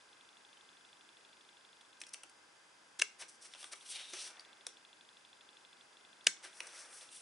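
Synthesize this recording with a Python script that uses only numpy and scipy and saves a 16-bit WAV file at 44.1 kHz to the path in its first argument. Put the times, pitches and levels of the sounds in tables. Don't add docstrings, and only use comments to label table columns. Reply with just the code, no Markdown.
import sys
import numpy as np
from scipy import signal
from scipy.fft import rfft, irfft, next_fast_len
from scipy.io import wavfile
from scipy.ndimage import uniform_filter1d

SR = 44100
rng = np.random.default_rng(int(sys.argv[2]) if len(sys.argv) > 2 else 0)


def generate_wav(signal):
    frames = np.transpose(np.atleast_2d(signal))
    scaled = np.clip(frames, -1, 1) * 32767
    pcm = np.round(scaled).astype(np.int16)
    wavfile.write(sys.argv[1], SR, pcm)


def boost_factor(decibels):
    exponent = np.asarray(decibels, float) / 20
    return 10 ** exponent


N = 318293
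HZ = np.fft.rfftfreq(next_fast_len(N, real=True), 1 / SR)
PAD = 2 * (len(HZ) - 1)
TIME = np.arange(N) / SR
BODY_HZ, HISS_HZ = 1300, 4500
TOP_HZ = 11050


def shape(table):
    hz, db = np.transpose(table)
    return boost_factor(np.interp(np.log(HZ + 1), np.log(hz), db))


def colour(x, gain):
    y = irfft(rfft(x, PAD) * gain, PAD)[:N]
    return y / np.sqrt(np.mean(y ** 2))


def split(x, edges_hz):
    below = [1 / (1 + (HZ / hz) ** 8) for hz in edges_hz]
    uppers, lowers = [1] + below, below + [0]
    return np.array([colour(x, upper - lower) for upper, lower in zip(uppers, lowers)])


def walk(rate):
    hold = int(SR / rate)
    levels = np.repeat(rng.standard_normal(N // hold + 1), hold)
    return 0.53 * uniform_filter1d(uniform_filter1d(levels, hold), hold)[:N]


def fibres(spread_db):
    return rng.standard_normal(N) * boost_factor(spread_db * rng.exponential(size=N))


def bursts(events, bands, low_stretch):
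    out = np.zeros(N)
    for (s, db, body_db, low_db, rise_ms, fall_ms), trio in zip(events, bands):
        i = int(s * SR)
        ms = 1000 * TIME[:min(N - i, SR // 4)]
        for band, rel_db, stretch in zip(trio, (0, body_db, low_db), (1, 1.25, low_stretch)):
            rise = max(rise_ms, 0.1) * stretch
            fall = max(fall_ms, 0.2) * stretch
            course = np.minimum(ms / rise, 1) ** 1.08 * np.exp(-np.maximum(ms - rise, 0) / fall)
            out[i:i + len(ms)] += boost_factor(db + rel_db - 5.5) * course * band[i:i + len(ms)]
    return out


def air():
    # frequency in Hz, hiss level in dB per Hz.
    floor = [(15, -60), (25, -29.5), (314, -4.5), (737, -6), (1010, -1.5), (1170, -4.5), (1600, -1.5),
             (1920, -8.5), (2070, -9.5), (2970, -9), (3470, -8.5), (4380, -15.5), (4860, -10),
             (10500, -15.5), (12000, -24), (15600, -71), (22000, -120)]
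    # hum frequency in Hz, width in Hz, lift in dB.
    hums = [(1590, 20, 6.5), (2540, 91, 4.5), (820, 34, 5), (2063, 54, 9), (4720, 700, 4.5)]
    # frequency in Hz, side minus mid in dB.
    spread = [(60, -13), (110, -8), (190, -8), (350, -6), (620, 0), (1120, -4), (2000, -3), (3590, -2),
              (6450, -9), (11600, -7.5)]
    lift_db = sum(db / (1 + (2 * (HZ - hz) / width) ** 2) for hz, width, db in hums)
    mid, side = rfft(rng.standard_normal((2, PAD))) * shape(floor) * boost_factor(lift_db)
    side = side * shape(spread)
    level_db = -65 + 0.6 * walk(1.5)
    scale = boost_factor(level_db) / np.std(irfft(mid, PAD))
    return irfft(np.array([mid + side, mid - side]), PAD)[:, :N] * scale


def focus_motor():
    # start in seconds, end in seconds, strong step in dB, weak step in dB.
    spells = [
        (0, .03, -58, -58),
        (.07, 1.87, -53, -59),
        (1.91, 1.99, -60, -56),
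        (3.78, 5.83, -51, -60),
        (5.9, 7.2, -52, -59),
    ]
    # ring in Hz, level in dB, t60 in seconds.
    barrel = [(3487, 6.5, .012), (4073, -10.5, 0.054), (2766, -10.5, 0.041), (2570, -7, 0.019)]
    steps, running = np.zeros(N), np.zeros(N)
    clock = np.arange(0.0093, N / SR, 0.04)
    chance = rng.standard_normal(len(clock))
    for first, last, strong_db, weak_db in spells:
        db = np.where(np.arange(len(clock)) % 2, strong_db, weak_db) + 0.54 * chance
        on = (clock > first) & (clock < last)
        steps[(clock[on] * SR).astype(int)] = boost_factor(db[on])
        running[int(first * SR):int(last * SR) + 2000] = 1
    t = TIME[:2000]
    ring = sum(boost_factor(db - 60 * t / t60) * np.sin(2 * np.pi * hz * t) for hz, db, t60 in barrel)
    ticks = signal.fftconvolve(steps, ring * np.minimum(t / 0.00085, 1))[:N]
    whir_shape = shape([(900, -24), (2300, -2.5), (5000, -11.5), (10000, -9.0), (12000, -23)])
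    whir = colour(rng.standard_normal(N), whir_shape)
    return ticks + boost_factor(-79.5) * uniform_filter1d(running, size=2000) * whir


def room(x):
    # band centre in Hz, t60 in seconds, level in dB.
    bands = [(315, 0.21, -6.5), (1190, 0.2, -19.5), (2450, 0.3, -23.5), (4420, 0.29, -26.5),
             (6470, 0.27, -24), (9800, 0.15, -26)]
    t = TIME[:SR // 2]
    tail = 0
    for hz, t60, db in bands:
        edges_hz = [hz / 1.166, min(hz * 1.295, TOP_HZ)]
        sos = signal.butter(2, edges_hz, "bandpass", fs=SR, output="sos")
        mid, side = signal.sosfilt(sos, rng.standard_normal((2, len(t))))
        stereo = mid + 0.7 * side * np.array([[1], [-1]])
        tail = tail + boost_factor(db - 14.5 - 60 * t / t60) * stereo
    onset = np.clip((t - 0.003) / 0.0012, 0, 1)
    return signal.fftconvolve(x[None], tail * onset, axes=1)[:, :N]


def thumps():
    # start in seconds, pitch in Hz, level in dB, t60 in seconds.
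    bends = [
        (3.02, 422, -51.5, 0.11),
        (4.132, 360, -50, 0.11),
        (6.268, 192, -55.5, 0.15),
        (6.269, 407, -47, 0.053),
    ]
    blade_ping = (0.571, 3070, -54, 0.04)
    out, t = np.zeros(N), TIME[:8000]
    for s, hz, db, t60 in [*bends, blade_ping]:
        ring = boost_factor(db - 60 * t / t60) * np.sin(2 * np.pi * hz * t)
        out[int(s * SR):][:len(t)] += ring * np.minimum(t / 0.0018, 1)
    return out


def swell(s, swell_ms, fade_ms):
    out, near = np.zeros(N), slice(int((s - 0.4) * SR), int((s + 0.4) * SR))
    ms = 1000 * (TIME[near] - s)
    progress = np.where(ms < 0, -ms / swell_ms, ms / fade_ms)
    out[near] = boost_factor(-11 * progress ** 1.36)
    return out


def strokes():
    # peak in seconds, level in dB, pitch of the rub in Hz,
    # swell in ms, fade in ms.
    rubs = [(3.34, -62.5, 7500, 40, 20), (3.53, -61, 5000, 19, 33), (3.61, -57.5, 8500, 32, 53),
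            (3.63, -61.5, 3330, 70, 83), (3.665, -62, 9000, 70, 48), (3.83, -63, 8500, 310, 60),
            (3.81, -65, 4000, 100, 80), (3.91, -49.5, 8900, 41, 114), (3.974, -49, 3730, 85, 110),
            (4.13, -53.5, 8000, 77, 60), (4.18, -51.5, 3700, 80, 93), (4.22, -44, 7360, 68, 69),
            (4.23, -63, 1940, 190, 360), (6.58, -58.5, 7600, 71, 240), (6.8, -50, 7500, 76, 62),
            (6.76, -58.5, 1540, 280, 250), (6.69, -70, 3500, 49, 80), (6.99, -53.5, 8300, 100, 82),
            (7.016, -58.5, 2800, 50, 74), (7.17, -55.5, 8800, 59, 45), (7.176, -65.5, 3500, 100, 54)]
    centres_hz = np.array([9000, 5700, 3500, 1800])
    power = 0
    for s, db, hz, swell_ms, fade_ms in rubs:
        band_db = db - 17.5 * np.abs(np.log2(np.array(centres_hz) / hz))
        power = power + np.outer(boost_factor(band_db), swell(s, swell_ms, fade_ms)) ** 2
    return np.sqrt(power)


def whistles():
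    # peak in seconds, level in dB, pitch in Hz, swell in ms, fade in ms.
    slides = [
        (4.06, -57, 3700, 110, 110),
        (4.24, -58.5, 5900, 90, 65),
        (6.8, -65.5, 5400, 60, 60),
    ]
    rub, width_hz = fibres(1.9), 350
    out = np.zeros(N)
    for s, db, hz, swell_ms, fade_ms in slides:
        band = colour(rub, 1 / (1 + (2 * (HZ - hz) / width_hz) ** 2))
        out += boost_factor(db) * swell(s, swell_ms, fade_ms) * band
    return out


def card():
    # frequency in Hz, level in dB per Hz.
    paper = [(260, -27.5), (450, -14.5), (588, -8.5), (728, -9), (1070, -10.5), (1370, -4.5), (1540, -2),
             (2210, -2), (2530, -3), (3210, -4.5), (5200, -8.5), (5640, -3.5), (6890, -14.5), (9000, -7),
             (11000, -14.5), (14300, -43), (22000, -120)]
    # start in seconds, peak in dB, ring in dB, ring in Hz, fall in ms.
    cracks = [(2.0143, -35, -4.5, 2530, 3.1), (2.0357, -50.5, 8.5, 3370, 1.7),
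              (2.0655, -47.5, -7, 2660, 5.1), (2.1418, -34.5, -4.5, 2680, 2.2),
              (2.2953, -49.5, -20, 1800, 3.6), (3.2123, -47, -7, 3090, 1.9), (3.5358, -48.5, 6.5, 3380, 3),
              (3.756, -48, -5, 3320, 2.8), (4.3945, -50.5, 11, 4800, 1.9), (4.405, -51, 2, 4740, 2.3),
              (4.666, -29, -9.5, 3590, 2.3), (6.668, -42, -14, 2590, 6.8)]
    knocks = [
        (1.8103, -55, 1, 3490, 3.57),
        (2.2333, -41, -5.5, 2730, 2.6),
        (3.221, -49.5, 7, 2730, 4),
        (3.5476, -48, 2.5, 2690, 2.2),
        (3.5554, -55, 5, 3200, 1.9),
        (3.6278, -41, -2, 3360, 2.1),
        (3.641, -40, 2, 3470, 1.9),
        (4.134, -44, 7, 6150, 2.7),
        (6.6034, -34, 5, 2500, 1.3),
    ]
    # start in seconds, peak in dB,
    # body in dB, rise in ms, fall in ms.
    slips = [(1.999, -46, -21, 8.6, 1.5), (2.083, -51.5, -21, 10, 3), (2.1324, -33.5, -19, 5.9, 1.6),
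             (2.148, -65, -19, 4, 33), (3.183, -43, -4.5, 30, 15.6), (3.279, -47, -24, 15, 8.9),
             (3.403, -50, -13.5, 23, 37), (3.442, -51, -8, 15, 11), (3.712, -39, -5, 22.3, 2),
             (4.124, -44, -4, 16.5, 4.5), (6.423, -45.5, -2, 21, 25)]
    hiss, body, low = bands = split(colour(fibres(1.6), shape(paper)), (HISS_HZ, BODY_HZ))
    waver = 1.15 * colour(rng.standard_normal(N), 1 / (1 + (HZ / 350) ** 2))
    out = whistles()
    for rows, low_db in (cracks, -20), (knocks, -10):
        events, patches = [], []
        for s, db, ring_db, hz, fall in rows:
            ring = 1.48 * np.sin(2 * np.pi * hz * TIME + waver)
            events.append((s, db, ring_db, low_db, 1.4, fall))
            patches.append((hiss, ring + 0.47 * body, low))
        out = out + bursts(events, patches, 2.4)

    events = [(s, db, body_db, body_db - 5.5, rise, fall) for s, db, body_db, rise, fall in slips]
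    out = out + bursts(events, [bands * boost_factor(0.83 * walk(150))] * len(slips), 1.18)

    rub = split(colour(fibres(0.73), shape(paper)), (6900, HISS_HZ, 2500, BODY_HZ))
    flicker_db = np.outer([4.5, 4, 5.3, 1.1, 2.2], walk(90))
    sheen, hiss, flex, body, low = rub * boost_factor(flicker_db)
    for band, gain in zip((sheen, hiss, flex, body + boost_factor(-1.5) * low), strokes()):
        out = out + band * gain * boost_factor(2.8 * walk(25))
    return out


def push(turns):
    return (2 * turns * np.exp(1 - 2 * turns)) ** 2


def scissors():
    # frequency in Hz, level in dB per Hz.
    blades = [(600, -13.5), (1200, -3), (2200, -1), (3300, -3.5), (4300, -2), (5500, -0.5), (6800, -5),
              (8500, -4.5), (11000, -7.5), (14000, -5)]
    # start in seconds, peak in dB, body in dB, rise in ms,
    # fall in ms.
    tears = [
        (2.9888, -31.5, -20, 5.3, 3.5),
        (2.994, -29, 0, 5, 0.75),
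        (3.0145, -24, -6, 2.3, 3.7),
        (3.0162, -25, -7.5, 2.2, 1.5),
        (6.243, -48, -14, 1.7, 2.2),
        (6.262, -34, -2, 12.6, 3.6),
        (6.2667, -12, -6, 2.36, 1.6),
    ]
    # start in seconds, level in dB, damping factor.
    clacks = [
        (3.0198, -17, 1.25),
        (6.2695, -16, 1.4),
    ]
    # resonance in Hz, width in Hz, level in dB.
    resonances = [
        [(600, 220, -17), (1040, 200, -20), (1670, 200, -7), (2250, 250, -8), (2710, 300, 0), (4950, 300, -14), (5470, 250, -15), (6140, 300, -5), (7640, 300, -14), (8950, 300, -12)],
        [(520, 200, -21), (700, 260, -16), (1670, 200, -13), (2350, 300, -4), (2880, 350, 2), (3620, 300, -9), (4930, 280, -1), (5490, 280, -8), (6050, 280, -5), (6890, 250, -9), (7690, 250, -9), (8070, 250, -9)],
    ]
    bands = split(colour(fibres(1.0), shape(blades)), (HISS_HZ, BODY_HZ))
    events = []
    for s, db, body_db, rise, fall in tears:
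        thud_db = -18.5 - max(db + 28.5, 0)
        events.append((s, db, body_db, thud_db, rise, fall))
    tear = bursts(events, [bands] * len(tears), 1.05)

    clack, t = np.zeros(N), TIME[:4000]
    for (s, db, damping), peaks in zip(clacks, resonances):
        ring = 0
        for k, (hz, width, top_db) in enumerate(peaks):
            gain = (-1) ** k * boost_factor(top_db) * width / 300
            ring = ring + gain * push(damping * width * t) * np.sin(2 * np.pi * hz * t)
        clack[int(s * SR):][:len(t)] += boost_factor(db) * ring
    return tear, clack


def scene():
    thin = signal.butter(2, 220, "highpass", fs=SR, output="sos")
    tear, clack, paper = signal.sosfilt(thin, [*scissors(), card()])
    near = tear + clack + thumps() + focus_motor() + paper * boost_factor([[0.35], [-0.35]])
    treble = signal.butter(2, 6000, "highpass", fs=SR, output="sos")
    glint = signal.sosfilt(treble, tear + clack)
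    near = near + boost_factor(-12) * glint * np.array([[-1], [1]])
    walls = room(boost_factor(0.5) * tear + 0.17 * clack + paper)
    return (near + walls + air()) * boost_factor([[0.2], [-0.2]])


def band_limit(x):
    return signal.sosfilt(signal.butter(12, 12170, fs=SR, output="sos"), x)


def record(dry):
    steep = signal.ellip(8, 0.3, 40, TOP_HZ, fs=SR, output="sos")
    return band_limit(signal.sosfilt(steep, dry))


dry = scene()
out = record(dry)
generate_wav(out)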